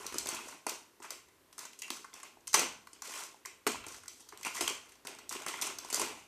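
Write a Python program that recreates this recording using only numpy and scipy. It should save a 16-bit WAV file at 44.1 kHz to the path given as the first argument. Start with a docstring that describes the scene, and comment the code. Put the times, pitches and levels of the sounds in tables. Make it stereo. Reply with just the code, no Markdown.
"""Two hands tear open and crumple a stiff plastic mailer bag in a small bare room, close to a phone.
From the start a faint hush and low rumble lie under crackling film, made of random tiny cracks coloured by the bag.
Creases snap in short bursts of cracks, panels pop as short fading tones, and walls add a tail of fading noise.
The sounds thin out after the first second, the loudest snap comes at about 2.5 s, then a quieter stretch.
From about 3.7 s the snaps and pops crowd together until just after 6 s."""
import sys
import numpy as np
from scipy import signal
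from scipy.fft import rfft, irfft
from scipy.io import wavfile
from scipy.ndimage import uniform_filter1d

SR = 44100
rng = np.random.default_rng(int(sys.argv[2]) if len(sys.argv) > 2 else 0)


def master(y):
    """Save y as 16-bit WAV."""
    cut = np.clip(np.atleast_2d(y).T, -1, 1)
    pcm = np.round(cut * 32767)  # scale
    wavfile.write(sys.argv[1], SR, pcm.astype(np.int16))


def level_to_linear(level):
    """Convert decibel levels to linear amplitude factors, elementwise."""
    exponent = np.asarray(level, float) / 20
    return 10 ** exponent


N = 276507
GRID_HZ = np.linspace(0, SR / 2, 2049)  # pitches at which filters are drawn
STEP = 32  # samples between readings of a gesture
# All source levels are those ahead of the phone's rounding and gain.

# Room hush, shape only: pitch_hz, level_db (per Hz)
HUSH_COLOUR = [(26, -45), (45, -21), (165, -9.5), (205, -10), (294, -2), (525, -5.5), (870, -23),
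               (1000, -8), (6110, -18.5), (14200, -18.5)]
HUSH_DB, RUMBLE_DB = -65, -84  # rms of the hush, and of the rumble between bumps
# Low bumps under the handling: start_s (fullest moment), level_db (added rumble)
LOW_BUMPS = [(.16, -64), (1.35, -82), (2.58, -68.5), (3.79, -63.5), (4.4, -81), (4.64, -68.5), (5.34, -75),
             (5.75, -73.5), (6.06, -70)]
BUMP_SWELL_DB_PER_S, BUMP_FADE_DB_PER_S = 116, 69

# Broad colour of the film at the phone, shape only: pitch_hz, level_db
FILM_COLOUR = [(59, -68), (100, -25), (300, -5), (340, -3.5), (548, -17), (1060, 7.5), (1200, 1),
               (1390, 2.5), (1750, -7), (2020, -8), (4180, -1.5), (6070, -2.5), (14200, -8)]
# Resonances of the bag and the phone's port, before a spot shifts them: pitch_hz, width_hz, boost_db
BAG_RESONANCES = [(380, 89, -2), (422, 43, 9.5), (634, 84, 5.5), (900, 190, 0), (1288, 14.3, -11.5),
                  (2037, 250, 6.5), (2553, 1900, 21.5), (6200, 250, 4.5), (8320, 5100, 8.5)]
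# Borders between the voices thud, wide panels, small panels, crack: pitch_hz
VOICE_BORDERS_HZ = [700, 1700, 4000]
# Places on the bag that crack: stretch (factor on resonance pitch), left_lag_ms
BAG_SPOTS = [(.97, -.14), (1.0, .07), (1.03, -.11), (.99, -.16)]
# How the left port differs from the right: pitch_hz, left_over_right_db
LEFT_OVER_RIGHT = [(60, .5), (200, 2), (400, 1), (1300, 2.5), (2400, 3.5), (4200, 4), (5500, 9.5),
                   (8000, 10), (12000, 8), (15000, 6)]

# Crumplings of the film: start_s (full strength), held_s, level_db (before voice levels), tilt_db (crack to thud)
CRUMPLINGS = [(0.0, 0.081, -45.5, 0.5), (.15, 0.06, -45, 2), (0.278, 0.079, -39, 0.5),
              (.42, 0.097, -52.5, -5), (.52, 0.019, -51, 24), (0.678, 0.0074, -41.5, -3),
              (1.029, 0.023, -47.5, 2), (1.111, 0.013, -51.5, -4), (1.588, 0.011, -47, -3),
              (1.66, 0.06, -59, 6), (1.825, 0.06, -55.5, 7), (1.908, 0.06, -52, -7.5),
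              (2.149, 0.0084, -50, 1), (2.238, 0.0067, -48, 6), (2.38, .01, -91, 20),
              (2.483, 0.0023, -73, -18), (2.548, 0.05, -28, 7), (2.95, 0.034, -59.5, 9),
              (3.038, 0.092, -47.5, -7), (3.139, 0.068, -43, -4.5), (3.469, 0.01, -51.5, 13),
              (3.673, 0.0036, -33, 11), (3.72, 0.013, -43, 7), (3.874, 0.084, -53.5, -5.5),
              (4.1, 0.12, -77, -25), (4.328, 0.0062, -51, 15), (4.39, 0.069, -55, 0),
              (4.46, 0.0076, -40, 0), (4.55, 0.01, -40.5, -6), (4.615, 0.013, -37, -3),
              (4.678, 0.01, -36.5, 1), (4.82, 0.09, -60, 2), (5.073, 0.005, -40, 10),
              (5.16, 0.093, -54.5, 14), (5.312, .03, -40.5, -1), (5.39, 0.081, -45, 8),
              (5.474, 0.014, -38, 1.5), (5.53, .06, -45, 2), (5.623, 0.0033, -34.5, 1),
              (5.66, 0.031, -40.5, 6), (5.79, 0.18, -50.5, 3), (5.938, 0.0027, -39, -12),
              (5.97, 0.039, -37, 5), (6.018, 0.0035, -33.5, 1), (6.06, 0.048, -46, 36),
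              (6.15, .04, -51.5, 2)]
SWELL_DB_PER_S, SETTLE_DB_PER_S = 2195, 180
# Crumpling level of thud, wide panels, small panels, crack: level_db
VOICE_LEVEL_DB = [-14, -5.5, -2.5, -6]
# Share of the tilt taken by each of the four voices: share (no unit)
TILT_SHARE = [0.23, -0.26, -0.29, -0.87]
# Faint crackle of the resting film in each of the four voices: level_db
RESTING_LEVEL_DB = [-74, -84, -81.5, -82.5]

# Bands of the walls' answer: pitch_hz, t60_s (time to fall 60 dB), level_db (before the band filter)
WALL_TAIL = [(151, 0.82, -3.5), (360, 0.16, -2.5), (920, 0.5, -6.5), (2720, 0.35, -1), (5900, 0.39, -1.5),
             (10700, 0.3, -8), (14000, 0.26, -3)]
TAIL_START_MS, TAIL_ALIKE_HZ = 4, 1100  # silent until the start; both ports nearly alike well below this pitch

# Panels that pop with a clear pitch: start_s, level_db (before rise and fade), pitch_hz
CLEAR_POPS = [(0.1231, -36, 338), (0.143, -33, 372), (0.1568, -32, 320), (0.6662, -21.5, 960),
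              (1.822, -21, 2710), (2.4760, -25, 6200), (2.5440, -7, 6200), (2.543, -21, 1113),
              (2.5520, -37.5, 345), (3.3440, -42, 864), (3.4520, -29, 2050), (3.6660, -24, 400),
              (3.6780, -27.5, 408), (3.7460, -31, 1030), (4.0810, -30, 6000), (4.5700, -20.5, 1980),
              (4.6220, -33, 393), (4.677, -15, 3150), (5.5400, -21.5, 2050), (6.0160, -25.5, 400)]
POP_T60_MS, POP_RISE_MS = 14.9, 0.98  # the ring time is for 1 kHz
SMALL_POPS_PER_S, SMALL_POP_TOP_DB = 160, 6  # top level is over the crumpling at that moment
SMALL_POP_HZ = (303.5, 6750)

# Loud snaps, before the voices: start_s, crack_peak_db, ring_db (over the crack, for a perfect size match),
# size (0 small panel to 1 whole bag), length_ms
CREASE_SNAPS = [(0.0647, -20, -15, 0.52, 4), (0.1232, -30.5, 3, 0.61, 34), (0.1413, -25.5, -0.5, .5, 12),
                (0.183, -15, -7, 0.055, 4.8), (0.2575, -26, 7.5, 0.63, 7.6), (0.27, -19, -17, .5, 4),
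                (0.2882, -18, -19, 1, 2), (0.3464, -27, -17, 0.14, 15), (0.4844, -34, -1.5, 0.55, 14),
                (0.5246, -44.5, 17.5, 0.37, 4.7), (0.6659, -20, 6.5, 0.71, 5.9),
                (0.693, -18, -13, 0.33, 5.6), (1.0006, -46.5, 12.5, 0.81, 19), (1.0202, -46, 17, 0.26, 9.2),
                (1.0424, -50.5, 20.5, .5, 13), (1.105, -23, -1, .5, 3.6), (1.285, -52, 8.5, 0.56, 7.8),
                (1.5266, -39.5, -7, 0.51, 21), (1.5800, -30, 1.5, 0.4, 6.8), (1.5898, -26, -14, .5, 4.5),
                (1.651, -34, 1.5, 0.49, 12), (1.731, -37, -1.5, .02, 8.9), (1.7890, -32.5, -12, 0.12, 14),
                (1.8194, -26.5, 3, 0.042, 5.4), (1.8794, -36, 2.5, .5, 4.3), (1.9027, -18, -4.5, 0.7, 4.7),
                (2.043, -42.5, 8, .5, 15), (2.1307, -49.5, 23.5, 0.17, 4.4), (2.1386, -32.5, -4.5, 1, 7.5),
                (2.2, -40.5, -1, 0.51, 12), (2.2302, -32, -1, .5, 9), (2.3704, -63.5, 22, 1, 2),
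                (2.4054, -53, -20, .5, 6.9), (2.4713, -28, -26, 0.5, 2.4), (2.4762, -24.5, -11, .5, 6.2),
                (2.5300, -24, -5, .52, 19), (2.541, -6.5, -1.5, 0.49, 9.6), (2.5430, -12.5, -1, .5, 28),
                (2.5778, -23, 1, .02, 12), (2.593, -14, -21, .02, 14), (2.6167, -28.5, 10, 0.59, 3.2),
                (2.8707, -40, 3.5, .5, 4.7), (2.9308, -35, -5.5, 0.69, 8.9), (3.02, -27.5, -2, 0.56, 8.3),
                (3.2357, -27.5, -4, 0.14, 2.5), (3.3414, -57, 4, 0.29, 5.8), (3.4504, -37.5, 12, 0.16, 4.6),
                (3.4565, -25.5, -5, 0.49, 5), (3.4659, -43, 0, 0.46, 1.4), (3.6659, -16, 7, 0.71, 20),
                (3.6737, -15.5, 0, 0.076, 7.2), (3.717, -26.5, -2, .47, 6.1),
                (3.755, -39.5, 22.5, .28, 4.7), (3.839, -43, 18.5, 0.19, 24),
                (3.865, -31.5, 5.5, 0.72, 5.5), (3.883, -33, -18, .28, 8.1), (3.92, -35, -24, 0.47, 12),
                (3.9431, -34, 4.5, 0.36, 9.6), (4.0344, -43, 1.5, .5, 7.6), (4.0573, -43.5, 8, .5, 5.5),
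                (4.08, -26.5, -17, .5, 6.7), (4.195, -46, -6, 0.57, 9.6), (4.2045, -40, -3, 0.87, 17),
                (4.288, -37.5, -10, 0.47, 8.2), (4.3224, -44.5, 15.5, .5, 9.3),
                (4.3737, -31, -4, 0.27, 2.4), (4.41, -36.5, 7, 0.24, 4.1), (4.43, -30, 5.5, .02, 6.9),
                (4.4485, -22, 8.5, 0.15, 5.1), (4.4553, -32, 12, 0.71, 1.9),
                (4.4651, -25.5, 10.5, 0.67, 10), (4.5534, -28.5, 13.5, .2, 18),
                (4.5684, -29.5, -3, .5, 6.7), (4.6079, -15, 0.5, 0.71, 9), (4.6214, -29, -7, 0.37, 5),
                (4.6777, -15, 7.5, 0.18, 4.5), (4.6975, -25.5, -8, 1, 7.8), (4.8904, -44, -11, .5, 9.9),
                (4.9192, -42.5, 5, 0.017, 9.3), (4.9551, -44.5, -1, 1, 2.3), (5.0496, -38, 9, 0.66, 19),
                (5.07, -23.5, -2, 0.048, 4), (5.1487, -37.5, 5, 0.85, 2.1), (5.1856, -38, -2, .5, 12),
                (5.2922, -22.5, -16, 0.17, 11), (5.3238, -22, 4, 0.29, 12.4), (5.3493, -36, 8.5, 0.41, 9.2),
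                (5.4196, -33, 5, .5, 4.1), (5.463, -23.5, 8.5, 0.61, 4.1), (5.4824, -22.5, -26, 0.12, 7.7),
                (5.54, -36, 23.5, 0.23, 4.3), (5.5886, -43.5, 19, .5, 7.2), (5.6134, -17.5, 2, 0.24, 6.3),
                (5.6205, -14.5, -4.5, .02, 7.9), (5.668, -22, -9, .5, 11), (5.785, -26, -6, 0.66, 5.9),
                (5.847, -33, 4, 0.95, 4.2), (5.886, -33, 4, 0.32, 8.4), (5.901, -23.5, 5, 0.13, 14),
                (5.9269, -17, -0.5, 0.71, 9.2), (5.9437, -10, -18, .5, 2.7), (5.956, -43, -7, .75, 2.2),
                (5.9953, -18, -5.5, 0.99, 18), (6.0145, -16, 8, 0.27, 3.9)]
# Size that suits thud, wide panels and small panels best: size (0 to 1)
BEST_SIZE = [1, .5, 0]
SIZE_FALL_DB = 30.5  # drop per unit of size away from the best one
SNAP_RISE_MS, SNAP_FADE_MS, SNAP_STOP_MS = 1.1, 8, 1.83  # the last two are time constants

# Steep cut of the finished mix above about 14.3 kHz: pitch_hz, level_db
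TREBLE_CUT = [(14250, 5), (14550, -38), (16500, -45)]


def unit(x):
    """Scale to an rms of 1."""
    return x / np.sqrt(np.mean(x ** 2))


def on_log_hz(table, hz):
    """Read a table of pitch and value, evenly by musical distance between its rows."""
    pitch_hz, value = np.transpose(table)
    return np.interp(np.log(hz + 1), np.log(pitch_hz), value)


def causal(db):
    """Turn levels from 0 Hz to SR / 2 into a filter that answers as early as it can (minimum phase)."""
    cepstrum = irfft(db * np.log(10) / 20)
    half = len(cepstrum) // 2
    cepstrum[1:half] *= 2
    cepstrum[half + 1:] = 0
    return irfft(np.exp(rfft(cepstrum)))[:half]


def through(x, response):
    """Send a sound through a filter and keep the scene's length."""
    return signal.fftconvolve(x, response)[:N]


def filtered(x, order, hz, kind):
    """Keep one part of the pitch range with a smooth-sided filter."""
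    return signal.sosfilt(signal.butter(order, hz, kind, fs=SR, output="sos"), x)


def gestures(s, held, swell_db, settle_db):
    """Gain of each gesture: it swells, holds at 1, then settles, at steady rates in dB per second."""
    late_s = np.arange(0, N, STEP) / SR - np.asarray(s)[:, None]
    swell = np.minimum(swell_db * late_s, 0)
    settle = settle_db * np.maximum(late_s - np.asarray(held)[:, None], 0)
    return level_to_linear(swell - settle)


def hush():
    """Faint steady room noise, shaped from random noise, with a low rumble that swells in bumps."""
    colour = causal(on_log_hz(HUSH_COLOUR, GRID_HZ))
    mid, side = (through(rng.standard_normal(N), colour) for _ in range(2))
    side = filtered(side, 1, 600, "high")  # the bass stays alike at both ports
    steady = level_to_linear(HUSH_DB) * unit(np.array([mid + side, mid - side]))
    shared_noise = rng.standard_normal(N)
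    own_noise = 0.42 * rng.standard_normal((2, N))
    rumble = filtered(shared_noise + own_noise, 2, [48, 110], "band")
    s, db = np.transpose(LOW_BUMPS)
    bumps = level_to_linear(db) @ gestures(s, 0 * s, BUMP_SWELL_DB_PER_S, BUMP_FADE_DB_PER_S)
    bumps = np.repeat(bumps, STEP)[:N]
    return steady + unit(rumble) * (level_to_linear(RUMBLE_DB) + bumps)


def voices(stretch):
    """Four bag responses of equal energy: hollow thud, wide panels, small panels, bright crack."""
    db = on_log_hz(FILM_COLOUR, GRID_HZ)
    for hz, width_hz, boost_db in BAG_RESONANCES:
        db = db + boost_db / (1 + (2 * (GRID_HZ - stretch * hz) / width_hz) ** 2)
    below = [1 / (1 + (GRID_HZ / hz) ** 8) for hz in VOICE_BORDERS_HZ]
    below = [0 * GRID_HZ] + below + [1 + 0 * GRID_HZ]
    shares = np.diff(below, axis=0)  # each voice gets the power between two borders
    responses = [causal(db + 10 * np.log10(share + 1e-7)) for share in shares]
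    return [r / np.sqrt(np.sum(r ** 2)) for r in responses]


def crumpling():
    """Strength of the crackle in each voice: the crumplings add in power over the resting film."""
    s, held, db, tilt_db = np.transpose(CRUMPLINGS)
    voice_db = db + np.outer(TILT_SHARE, tilt_db) + np.c_[VOICE_LEVEL_DB]
    power = level_to_linear(2 * voice_db) @ gestures(s, held, SWELL_DB_PER_S, SETTLE_DB_PER_S) ** 2
    resting_power = level_to_linear(2 * np.c_[RESTING_LEVEL_DB])
    return np.repeat(np.sqrt(power + resting_power), STEP, axis=1)[:, :N]


def cracks(per_s, spread_db):
    """Tiny random cracks of either sign, most faint and a few strong."""
    happens = rng.random(N) < per_s / SR
    strength = level_to_linear(spread_db * rng.exponential(size=N))
    return unit(happens * rng.standard_normal(N) * strength)


def crackle(strength):
    """Dense crumpling at one spot: a hail of cracks; each voice flutters as small creases come and go."""
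    hold = int(SR * .006)  # a new flutter level every 6 ms
    steps = rng.standard_normal((5, N // hold + 1))
    flutter_db = 2.2 * steps[0] + 3.2 * steps[1:]  # partly shared, partly each voice's own
    flutter_db = np.repeat(flutter_db, hold, axis=1)[:, :N]
    flutter = level_to_linear(uniform_filter1d(flutter_db, hold // 2))
    hail = cracks(per_s=3600, spread_db=1.5)
    return strength * unit(flutter * hail) / np.sqrt(len(BAG_SPOTS))


def room_tail():
    """Wall echoes as fading noise, each band at its own pace; ports nearly alike in bass, apart in treble."""
    length = SR // 2
    t, hz = np.arange(length) / SR, np.fft.rfftfreq(length, 1 / SR)
    mid, side = rfft(rng.standard_normal((2, length)))
    apart = (hz ** 4 + .08 * TAIL_ALIKE_HZ ** 4) / (hz ** 4 + TAIL_ALIKE_HZ ** 4)
    side = np.sqrt(apart) * side
    ports = np.array([mid + side, mid - side]) / np.sqrt(1 + apart)
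    tail = 0
    for band, (_, t60_s, db) in enumerate(WALL_TAIL):
        # 1 at this band's pitch, sloping to 0 at its neighbours
        share = on_log_hz([(row[0], k == band) for k, row in enumerate(WALL_TAIL)], hz)
        fade = level_to_linear(-60 * t / t60_s)
        tail = tail + level_to_linear(db) * irfft(share * ports, length) * fade / np.sqrt(np.sum(fade ** 2))
    return tail * np.clip(t * 1000 / TAIL_START_MS - 1, 0, 1)  # first reflections need time to arrive


def pops(strength):
    """Panels ring as short fading tones: the clear ones, and small chance ones that follow the crumpling."""
    when, pitch, scatter = rng.random((int(SMALL_POPS_PER_S * N / SR), 3)).T
    low, high = SMALL_POP_HZ
    around = np.sqrt(np.sum(strength ** 2, axis=0))[(when * N).astype(int)]
    small_gain = around * level_to_linear(SMALL_POP_TOP_DB - 11 * scatter)
    small = zip(when * N / SR, small_gain, low * (high / low) ** pitch)
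    clear = [(s, level_to_linear(db), hz) for s, db, hz in CLEAR_POPS]
    out, t = np.zeros((len(BAG_SPOTS), N + SR)), np.arange(2048) / SR
    for k, (s, gain, hz) in enumerate(clear + list(small)):
        t60_ms = POP_T60_MS * (1000 / hz) ** .3  # smaller panels stop sooner
        shape = np.minimum(t * 1000 / POP_RISE_MS, 1) * level_to_linear(-60 * t * 1000 / t60_ms)
        start = int(s * SR)
        out[k % len(BAG_SPOTS), start:start + len(t)] += gain * shape * np.sin(2 * np.pi * hz * t)
    return filtered(out[:, :N], 2, 170, "high")  # a small panel moves no bass


def snaps():
    """Each crease gives way at one spot in a burst of cracks that swells fast, fades, then stops in a few ms."""
    drive = np.zeros((len(BAG_SPOTS), 4, N + SR))
    t_ms = np.arange(2048) / SR * 1000
    hail = np.append(cracks(per_s=20000, spread_db=.5), np.ones(SR))
    for k, (s, crack_db, ring_db, size, length_ms) in enumerate(CREASE_SNAPS):
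        start = int(s * SR)
        swell = np.minimum(t_ms / SNAP_RISE_MS, 1)
        stop = 1 + np.exp(np.minimum((t_ms - length_ms) / SNAP_STOP_MS, 50))
        shape = swell * np.exp(-t_ms / SNAP_FADE_MS) / stop
        burst = shape * hail[start:start + len(t_ms)]
        lower_db = ring_db - SIZE_FALL_DB * np.abs(size - np.array(BEST_SIZE))
        gains = level_to_linear(crack_db + np.append(lower_db, 0)) / np.abs(burst).max()
        drive[k % len(BAG_SPOTS), :, start:start + len(t_ms)] += gains[:, None] * burst
    return drive[..., :N]


def scene():
    """Each spot reaches the two ports with its own time shift and tone, directly and by its own wall paths."""
    half_lean_db = on_log_hz(LEFT_OVER_RIGHT, GRID_HZ) / 2
    out, strength = hush(), crumpling()
    for (stretch, lag_ms), bursts, rings in zip(BAG_SPOTS, snaps(), pops(strength)):
        drives = bursts + crackle(strength)
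        bag = rings + sum(through(drive, r) for drive, r in zip(drives, voices(stretch)))
        left = through(bag, causal(half_lean_db))
        right = through(bag, causal(-half_lean_db))
        left = np.roll(left, int(round(lag_ms * SR / 1000)))
        out = out + [port + through(port, tail) for port, tail in zip((left, right), room_tail())]
    return out


def low_pass(x):
    """Removes everything above the highest recorded frequency."""
    return signal.sosfilt(signal.butter(12, 16830, fs=SR, output="sos"), x)


def record(dry):
    """The phone rounds the loudest peaks, then the treble above about 14.3 kHz is cut steeply."""
    treble_cut = causal(np.interp(GRID_HZ, *np.transpose(TREBLE_CUT)))
    rounded = np.tanh(0.84 * dry) / 1.45
    mix = np.array([through(port, treble_cut) for port in rounded])
    return low_pass(mix)


dry = scene()
out = record(dry)
master(out)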